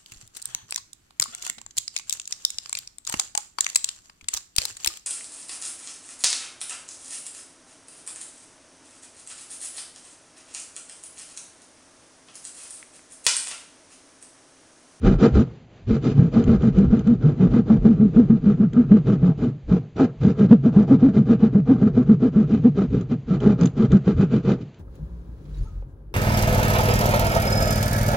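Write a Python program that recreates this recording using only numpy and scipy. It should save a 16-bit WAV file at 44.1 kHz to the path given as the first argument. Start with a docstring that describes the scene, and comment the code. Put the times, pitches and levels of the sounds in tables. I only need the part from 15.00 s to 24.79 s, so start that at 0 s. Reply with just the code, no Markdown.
"""Young raccoons growl in a plywood ceiling cavity, six or seven short churrs a second, a metre from the microphone.
Each churr is air rasping through a fluttering throat (noise chopped by uneven slaps), with a nearly pure
low hoot (a sine with faint overtones) arching up and down inside it. The boards thud softly as low sines,
claws crack the dry litter as short resonant noise bursts, and the house rumbles faintly as shaped noise.
The narrow wooden box colours the animals with its modes and echoes, spread over two microphone ports."""
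import sys
import numpy as np
from scipy import signal
from scipy.fft import rfft, irfft, next_fast_len
from scipy.io import wavfile

SR = 44100
rng = np.random.default_rng(int(sys.argv[2]) if len(sys.argv) > 2 else 0)


def store_wav(level_fs):
    """Save 16-bit WAV to argv[1]."""
    pcm = np.round(np.clip(np.atleast_2d(level_fs), -1, 1) * 32767)
    wavfile.write(sys.argv[1], SR, pcm.T.astype(np.int16))


N = 431738


def undb(db):
    """Decibels to gain."""
    return 10 ** (np.asarray(db) / 20)


def unit(x):
    """Scale to rms 1."""
    return x / np.sqrt(np.mean(x ** 2))


def add(track, start_s, sound):
    """Mix a sound into a track, trimming whatever falls outside it."""
    i = int(start_s * SR)
    sound, i = sound[max(-i, 0):], max(i, 0)
    track[i:i + len(sound)] += sound[:max(N - i, 0)]


def noise():
    """White noise for the whole scene, rms near 1."""
    return rng.standard_normal(N)


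def colour(x, points):
    """Filter a steady signal by a (Hz, dB) curve, falling 20 dB an octave beyond its ends; rms 1."""
    hz, db = np.transpose(points)
    size = next_fast_len(N)
    f = np.maximum(np.arange(size // 2 + 1) * SR / size, 1)
    octaves_outside = np.abs(np.log2(f / np.clip(f, hz[0], hz[-1])))
    gain = undb(np.interp(np.log(f), np.log(hz), db) - 20 * octaves_outside)
    return unit(irfft(rfft(x, size) * gain, size)[:N])


def resonance(x, hz, width_hz):
    """Two-pole band-pass, gain 1 at the centre."""
    return signal.lfilter(*signal.iirpeak(hz, hz / width_hz, SR), x)


def walk(rate_hz):
    """Random drift, spread near 1, heading for a new value rate_hz times a second."""
    steps = rng.standard_normal(8192)
    return 1.2 * np.interp(np.arange(N) / SR * rate_hz, np.arange(len(steps)), steps)


def smoothed(push, time_s):
    """One-pole smoothing: a push builds late and ebbs away exponentially."""
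    keep = np.exp(-1 / (time_s * SR))
    return signal.lfilter([1 - keep], [1, -keep], push)


def swell(length_s, fullness, trail_s):
    """A push that builds, peaks near mid-way and trails off; more fullness narrows the peak."""
    t = np.arange(int((length_s + .06) * SR)) / SR
    push = np.sin(np.pi * np.minimum(t / length_s, 1)).clip(0) ** fullness
    return smoothed(push, trail_s)


# colour of the still house: hz [Hz], level_db [dB, relative]
HOUSE_COLOUR = [(25, -5.5), (60, -1.5), (150, 4), (300, -3.5), (600, -9), (1300, -20), (2600, -20),
                (4000, -25.5), (7000, -32), (8000, -41.5)]


def house(level_db=-52, side_hiss_db=-27, swell_db=2.5):
    """Faint, slowly swelling rumble of the building, with a thin separate hiss on each side."""
    rumble = colour(noise(), HOUSE_COLOUR) * undb(swell_db * walk(9))
    return undb(level_db) * (rumble + undb(side_hiss_db) * rng.standard_normal((2, N)))


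# soft low thuds of the boards: time_s [s, near the peak], level_db [dB, before the swell],
# pitch_hz [Hz, before the waver]
BOARD_THUDS = [(0.072, -14, 51.8), (0.167, -18.5, 47.7), (0.37, -12.5, 76.9), (0.908, -19.5, 70),
               (1.2, -12, 108.6), (1.492, -17.5, 87), (1.595, -23, 52), (1.769, -22, 60.5),
               (1.89, -18.5, 45.7), (2.508, -24.5, 58.9), (2.815, -22, 55.3), (4.707, -25.5, 52.3),
               (5.251, -16.5, 110.2), (7.925, -25, 91.5), (8.93, -21.5, 78.5), (9.186, -20, 107.7)]


def thuds(length_s=0.11, tremble_db=-36, tremble_db_per_s=70, tremble_lead_s=0.054, tremble_hz=57, waver=.3):
    """The boards boom at each jolt and tremble with every churr, more with a long one."""
    jolts, tremble = np.zeros((2, N))
    # the boards swing at a steady size but an ever-changing rate
    turns_at_1_hz = np.cumsum(np.exp(waver * walk(70))) / SR
    for time_s, level_db, pitch_hz in BOARD_THUDS:
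        push = undb(level_db) * swell(length_s, fullness=1.3, trail_s=0.0044)
        here = (int(time_s * SR) + np.arange(len(push))) % N
        boom = np.sqrt(2) * push * np.sin(2 * np.pi * pitch_hz * turns_at_1_hz[here])
        add(jolts, time_s - .55 * length_s, boom)
    for catch_s, span_s, *_ in CHURR_LIST:
        size = undb(tremble_db + tremble_db_per_s * (span_s - USUAL_S))
        start_s = catch_s - LEAD_SHARE * span_s - tremble_lead_s
        add(tremble, start_s, size * swell(span_s + tremble_lead_s, fullness=1.0, trail_s=0.0082))
    rumble = colour(noise(), [(22, -14.5), (50, -0.5), (105, -2.5), (160, -17.0)])
    shaking = np.sin(2 * np.pi * tremble_hz * turns_at_1_hz) + 0.68 * rumble
    return jolts + tremble * shaking


# an ordinary churr, from which the others differ
USUAL_S, USUAL_RASP_DB, USUAL_HOOT_DB, USUAL_HZ = .13, -35, -11, 220
LEAD_SHARE = 0.31  # share of a churr's length when air alone sounds, before the hoot catches
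# churrs: catch_s [s, the hoot catches], length_s [s], rasp_db [dB, before the swell and rasp gain],
# hoot_db [dB, before the swell], pitch_hz [Hz, top of the arch before scoop and wobble]
CHURR_LIST = [(0.058, 0.16, -26.5, -11, 196), (0.215, 0.12, -25, -12.5, 235.7),
              (0.361, 0.12, -30, -14.5, 220.4), (0.9, 0.13, -33.5, -18.5, 232.5),
              (1.047, 0.13, -33, -26.5, 188.0), (1.18, 0.17, -36, -10, 177),
              (1.355, 0.15, -33, -12.5, 236.7), (1.485, 0.15, -32.5, -9.5, 235.6),
              (1.627, 0.13, -33.0, -11, 231.8), (1.77, 0.17, -34.5, -10, 205.8),
              (1.918, 0.16, -34.0, -10, 235.9), (2.066, 0.15, -38, -9.0, 244),
              (2.233, 0.17, -37, -10.5, 152.6), (2.395, 0.15, -35, -10, 189), (2.533, 0.14, -34, -9.0, 241),
              (2.693, 0.15, -37.5, -8.0, 225), (2.845, 0.17, -35.5, -7.5, 234.2),
              (2.993, 0.17, -41.5, -7.5, 221), (3.158, 0.16, -35.5, -6.5, 239.4),
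              (3.295, 0.14, -40, -9, 230.8), (3.457, 0.16, -36.5, -10, 213.3), (3.599, 0.11, -39, -6, 225),
              (3.757, 0.14, -36.5, -8.5, 247.0), (3.906, 0.15, -38.5, -6.5, 217.5),
              (4.077, 0.13, -32, -11, 211), (4.222, 0.17, -39, -9.0, 183), (4.413, 0.15, -38, -18, 245.5),
              (4.708, 0.13, -36, -12.0, 191.4), (4.989, 0.12, -30.5, -12.5, 282.2),
              (5.24, 0.14, -33.5, -12, 206.2), (5.394, 0.12, -32, -9, 216.2),
              (5.503, 0.091, -34, -4, 230.6), (5.646, 0.092, -36, -10, 247.5),
              (5.758, 0.15, -35, -8, 217.8), (5.898, 0.11, -31, -8, 269.6), (6.019, 0.14, -34, -7.5, 270),
              (6.156, 0.12, -35.5, -10.0, 228.6), (6.285, 0.12, -33, -9, 241),
              (6.417, 0.11, -33.5, -11, 233.6), (6.544, 0.1, -36.5, -6.5, 213.5),
              (6.683, 0.1245, -34, -8.5, 273.3), (6.815, 0.14, -35, -7.5, 221.0),
              (6.962, 0.12, -34, -9.5, 249.6), (7.085, 0.11, -37.5, -8, 224.0),
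              (7.221, 0.11, -35, -10, 265.4), (7.356, 0.14, -36, -11.0, 220),
              (7.507, 0.14, -35, -15, 222.7), (7.64, 0.088, -35.5, -8, 257.5), (7.779, 0.13, -35, -14, 205),
              (7.935, 0.16, -38, -20.5, 193.5), (8.106, 0.076, -38, -21, 251), (8.3, 0.13, -36, -17, 190),
              (8.446, 0.17, -30, -8.5, 215.3), (8.606, 0.12, -29.5, -12, 183.7),
              (8.789, 0.13, -32.5, -13, 225), (8.92, 0.099, -32, -8.5, 206.6), (9.067, 0.1, -32, -11, 214),
              (9.189, 0.11, -33, -12.0, 207.3), (9.325, 0.13, -34.5, -17, 214.3),
              (9.466, 0.14, -30.5, -13, 207.3), (9.61, 0.033, -49.5, -43, 209)]
# slow change of the hiss as the growl goes on: time_s [s], level_db [dB, added]
HISS_OVER_TIME = [(0, 1), (1.5, 1.3), (3.7, -1.3), (5.2, 1.5), (6.8, -0.6), (8.5, 0.1), (9.6, 1.5)]


def pushes(shove_db=-16, shove_s=0.02, air_lead_s=0.0022):
    """Drive of rattle, rasp and hiss: one swell each per churr, begun before the hoot catches."""
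    rattle, rasp, hiss = np.zeros((3, N))
    drift_s, drift_db = np.transpose(HISS_OVER_TIME)
    for catch_s, length_s, rasp_db, hoot_db, pitch_hz in CHURR_LIST:
        start_s = catch_s - LEAD_SHARE * length_s
        # the rattle follows the rasp in part and changes a little with the pitch
        rattle_db = -20 + 0.27 * (rasp_db - USUAL_RASP_DB) + 0.0016 * (pitch_hz - USUAL_HZ)
        # a strong hoot uses up the air that would hiss
        hiss_db = rasp_db - 19 - .34 * (hoot_db - USUAL_HOOT_DB)
        hiss_db += np.interp(catch_s, drift_s, drift_db)
        add(rattle, start_s, undb(rattle_db) * swell(length_s, fullness=0.93, trail_s=.006))
        add(rasp, start_s - air_lead_s, undb(rasp_db) * swell(length_s, fullness=1.09, trail_s=0.008))
        add(hiss, start_s - air_lead_s, undb(hiss_db) * swell(length_s, fullness=0.93, trail_s=.004))
        # the throat gives an extra shove as each hoot catches
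        extra_db = (hoot_db + rasp_db) / 2 + shove_db
        add(rasp, catch_s, undb(extra_db) * swell(shove_s, fullness=0.91, trail_s=0.0044))
    return rattle, rasp, hiss


def flutter(rate_hz, jitter, scatter_db):
    """Slack throat folds slap unevenly: the slaps, and the puff of air that follows each."""
    turns = np.cumsum(rate_hz * np.exp(jitter * walk(rate_hz))) / SR
    cycle = turns.astype(int)
    sizes = undb(scatter_db * np.clip(rng.standard_normal(8192), -2, 2))
    size = sizes[cycle % 8192]
    slaps = size * (np.diff(cycle, prepend=0) > 0)
    puffs = unit(size * np.exp(-(turns % 1) / 0.88))
    return slaps, puffs


# mouth resonances that come and go as the jaw moves:
# hz [Hz], width_hz [Hz, of each of two passes], level_db [dB, before mouth_db]
MOUTH_RESONANCES = [(674, 310, -12.5), (1316, 300, -22.5), (2600, 830, -28)]


def mouth_air(mouth_db=-0.5, jaw_db=4.5):
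    """Noise through each mouth resonance twice, its level wandering with the jaw."""
    out = np.zeros(N)
    for hz, width_hz, level_db in MOUTH_RESONANCES:
        ringing = resonance(resonance(noise(), hz, width_hz), hz, width_hz)
        out += undb(level_db + mouth_db + jaw_db * walk(5.8)) * unit(ringing)
    return out


# colours of the throat's rattle, rasp and hiss: hz [Hz], level_db [dB, relative]
RATTLE_COLOUR = [(25, -23), (50, -15), (85, -12), (115, 0.5), (150, -0.5), (185, -6), (250, 3),
                 (300, -14.5), (380, -24.5), (600, -49)]
RASP_COLOUR = [(200, -11), (300, 7), (380, 7.5), (470, 6.5), (540, 1.5), (620, 1), (780, -7.5),
               (950, -11.5), (1250, -10), (1520, -20), (1850, -21), (2200, -28.5), (3200, -48.5)]
HISS_COLOUR = [(1500, -24.5), (2100, -4.5), (2520, -1), (3100, -4), (3500, -6), (4500, -8), (5100, -5.5),
               (6000, -11.5), (7000, -13), (7600, -20.5)]


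def rasps(rattle_db=-2, rasp_db=2.5, hiss_db=-1, gating=0.46, linger_db=-13, hiss_linger_db=-17, grumble_db=-5):
    """The slaps rattle low in the throat and chop the air into a rasp and a hiss."""
    rattle_push, rasp_push, hiss_push = pushes()
    # the air comes in uneven surges
    surge = undb(1.7 * walk(40))
    rasp_push, hiss_push = rasp_push * surge, hiss_push * surge
    # the throat never quite stills between two close churrs: some air and a low grumble go on
    idle_rattle, idle_rasp, idle_hiss = [
        smoothed(push, time_s=0.055) * undb(2 * walk(25)) for push in (rattle_push, rasp_push, hiss_push)]
    rasp_push = np.hypot(rasp_push, undb(linger_db) * idle_rasp)
    hiss_push = np.hypot(hiss_push, undb(hiss_linger_db) * idle_hiss)
    low_air = colour(noise(), [(85, -23), (115, -3), (145, 1), (175, -10.5), (260, -20)])
    grumble = undb(grumble_db) * idle_rattle * low_air
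    slaps, puffs = flutter(rate_hz=149.86, jitter=.35, scatter_db=4.0)
    air = unit((1 - gating + gating * puffs) * noise())
    slaps = unit(slaps - slaps.mean())
    rattle = undb(rattle_db) * rattle_push * colour(slaps + 0.63 * air, RATTLE_COLOUR)
    rasp = undb(rasp_db) * rasp_push * colour(air + .4 * slaps, RASP_COLOUR)
    hiss = undb(hiss_db) * hiss_push * colour(air + 0.13 * slaps, HISS_COLOUR)
    return grumble + rattle + rasp + hiss + rasp_push * mouth_air()


def hoot_swell(t, hold_s, attack_s=0.013, sag_s=0.093, release_s=0.024):
    """The folds catch quickly, sag as the air runs out, then let go."""
    rise = np.sin(np.pi / 2 * np.clip(t / attack_s, 0, 1)) ** 2
    return rise * np.exp(-np.minimum(t, hold_s) / sag_s - np.maximum(t - hold_s, 0) / release_s)


def hoots(rest_hz=135, jitter=0.02, wander=.015, shimmer_db=1.48, throb_db=1.5):
    """Nearly pure tones arch in pitch with the push of air; overtones strengthen with a hard push."""
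    out, t = np.zeros(N), np.arange(int(.22 * SR)) / SR
    wobble = 1 + jitter * walk(200) + wander * walk(45)
    shimmer = undb(shimmer_db * walk(150) + throb_db * walk(50))
    for catch_s, length_s, rasp_db, hoot_db, pitch_hz in CHURR_LIST:
        here = (int(catch_s * SR) + np.arange(len(t))) % N
        # the pitch crests shortly after the catch, later in a long churr
        crest_s = 0.03713 + 0.19 * (length_s - USUAL_S)
        arch = np.exp(-((t - crest_s) / (0.3526 * length_s)) ** 2)
        hz = rest_hz + (pitch_hz - rest_hz) * arch
        # the folds start slack, 16 % low, and scoop up into the hoot
        scoop = 1 - 0.16 * np.exp(-t / .008)
        phase = 2 * np.pi * np.cumsum(hz * scoop * wobble[here]) / SR
        push = hoot_swell(t, hold_s=0.44 * length_s)
        # a harder rasp or hoot presses the folds and raises the overtones
        pressed = undb(0.69 * (rasp_db - USUAL_RASP_DB) + 0.46 * (hoot_db - USUAL_HOOT_DB))
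        overtones = sum(undb(db) * np.sin(k * phase) for k, db in [(2, -22), (3, -31), (4, -41)])
        tone = np.sin(phase) + pressed * push * overtones
        add(out, catch_s, np.sqrt(2) * undb(hoot_db) * push * shimmer[here] * tone)
    return out


# claws on dry litter: start_s [s], peak_db [dB, before gain_db],
# brightness_db [dB, tilt per two octaves above the lowest litter mode]
CLAW_SCRATCHES = [(1.4393, -31.5, 1), (1.621, -35, -13), (1.786, -31, -8.5), (1.9923, -35.5, -13),
                  (2.0717, -35.5, -13), (3.7328, -34.5, -12.5), (8.0106, -37.5, -4), (8.403, -33.5, -10.5),
                  (8.611, -27, 0), (8.633, -28, -5), (8.6563, -22, 10), (8.672, -30.5, -15),
                  (8.9187, -25, -16), (9.7434, -48, -19)]
# ring of the litter: hz [Hz], width_hz [Hz], level_db [dB, before the tilt]
LITTER_MODES = [(2010, 440, -3.5), (3000, 920, 2), (4900, 820, -5.5), (6260, 510, -3.5), (6430, 260, -3)]


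def scratches(decay_s=0.0024, gain_db=-1):
    """Tiny cracks ring the dry litter; a sharper claw favours the high modes."""
    out, t = np.zeros(N), np.arange(1024) / SR
    lowest_hz = LITTER_MODES[0][0]
    for start_s, peak_db, brightness_db in CLAW_SCRATCHES:
        burst = rng.standard_normal(len(t)) * np.exp(-t / decay_s)
        crack = np.zeros(len(t))
        for hz, width_hz, level_db in LITTER_MODES:
            tilt_db = brightness_db * np.log2(hz / lowest_hz) / 2
            crack += undb(level_db + tilt_db) * resonance(burst, hz, width_hz)
        add(out, start_s, undb(peak_db + gain_db) * crack / np.abs(crack).max())
    return out


def echoed(x, delay_ms):
    """The sound, late by so many milliseconds."""
    return np.pad(x, (round(delay_ms * SR / 1000), 0))[:N]


def reflections(x, t60_s):
    """Dense random echoes dying by 60 dB in t60_s, with a total energy of 1."""
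    t = np.arange(SR // 2) / SR
    echoes = rng.standard_normal(len(t)) * np.exp(-np.log(1000) * t / t60_s)
    return signal.fftconvolve(x, echoes / np.linalg.norm(echoes))[:N]


def high_pass(x, hz, order):
    """Butterworth filter that removes the lows."""
    return signal.lfilter(*signal.butter(order, hz, "high", fs=SR), x)


# hollow of the cavity between the joists, one row: hz [Hz], width_hz [Hz], level_db [dB]
CAVITY_HOLLOW = (135, 22, -11.5)
# modes of the plywood box: hz [Hz], width_hz [Hz], level_db [dB, before box_db]
BOX_MODES = [(450.3, 41.4, -4), (814, 46, -5.5), (1350, 170, -14.5), (1614, 29, -2.5), (2060, 45, -15),
             (2420, 110, -10), (3000, 24, -11.5), (3830, 110, -10), (4000, 55, -13), (4530, 52, -13)]
# echoes from the nearest boards: delay_ms [ms], gain [factor, signed]
BOARD_ECHOES = [(1.11, -0.055), (1.49, -0.075), (1.83, -0.098), (2.47, 0.093)]
# board echoes reaching the two ports with opposite sign: delay_ms [ms], level_db [dB, before high-pass]
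SIDE_ECHOES = [(1.1, -5.5), (2.7, -5.5)]


def cavity(x, box_db=1, scatter_db=-7, room_db=-23, slap_db=-5.0):
    """The box rings and slaps back, boards echo the treble differently to each port, the room rings faintly."""
    hz, width_hz, level_db = CAVITY_HOLLOW
    boxed = x + undb(level_db) * resonance(x, hz, width_hz)
    for hz, width_hz, level_db in BOX_MODES:
        boxed += undb(level_db + box_db) * resonance(x, hz, width_hz)
    slap = high_pass(reflections(boxed, t60_s=.055), hz=600, order=2)
    near = sum(gain * echoed(boxed, delay_ms) for delay_ms, gain in BOARD_ECHOES)
    room = reflections(boxed, t60_s=.6)
    mid = boxed + near + undb(slap_db) * slap + undb(room_db) * room
    side = sum(undb(level_db) * echoed(boxed, delay_ms) for delay_ms, level_db in SIDE_ECHOES)
    side = side + undb(scatter_db) * reflections(boxed, t60_s=.12)
    # long waves reach both ports alike
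    side = high_pass(high_pass(side, hz=3800, order=1), hz=430, order=2)
    return np.array([mid + side, mid - side])


def scene():
    """The animals in their box, with the faint sound of the house."""
    animals = thuds() + rasps() + hoots() + scratches()
    return house() + cavity(animals)


def record(dry):
    """The microphone's housing notches the treble, the tallest peaks clip and the top is cut."""
    notched = signal.lfilter(*signal.iirnotch(5390, 7.3, SR), dry)  # Hz, quality
    clipped = np.clip(notched, -1, 1)
    # 8th order, 0.3 dB ripple, 70 dB down beyond 7500 Hz
    top_cut = signal.ellip(8, .3, 70, 7500, fs=SR, output="sos")
    return signal.sosfilt(top_cut, clipped)


dry = scene()
out = record(dry)
store_wav(out)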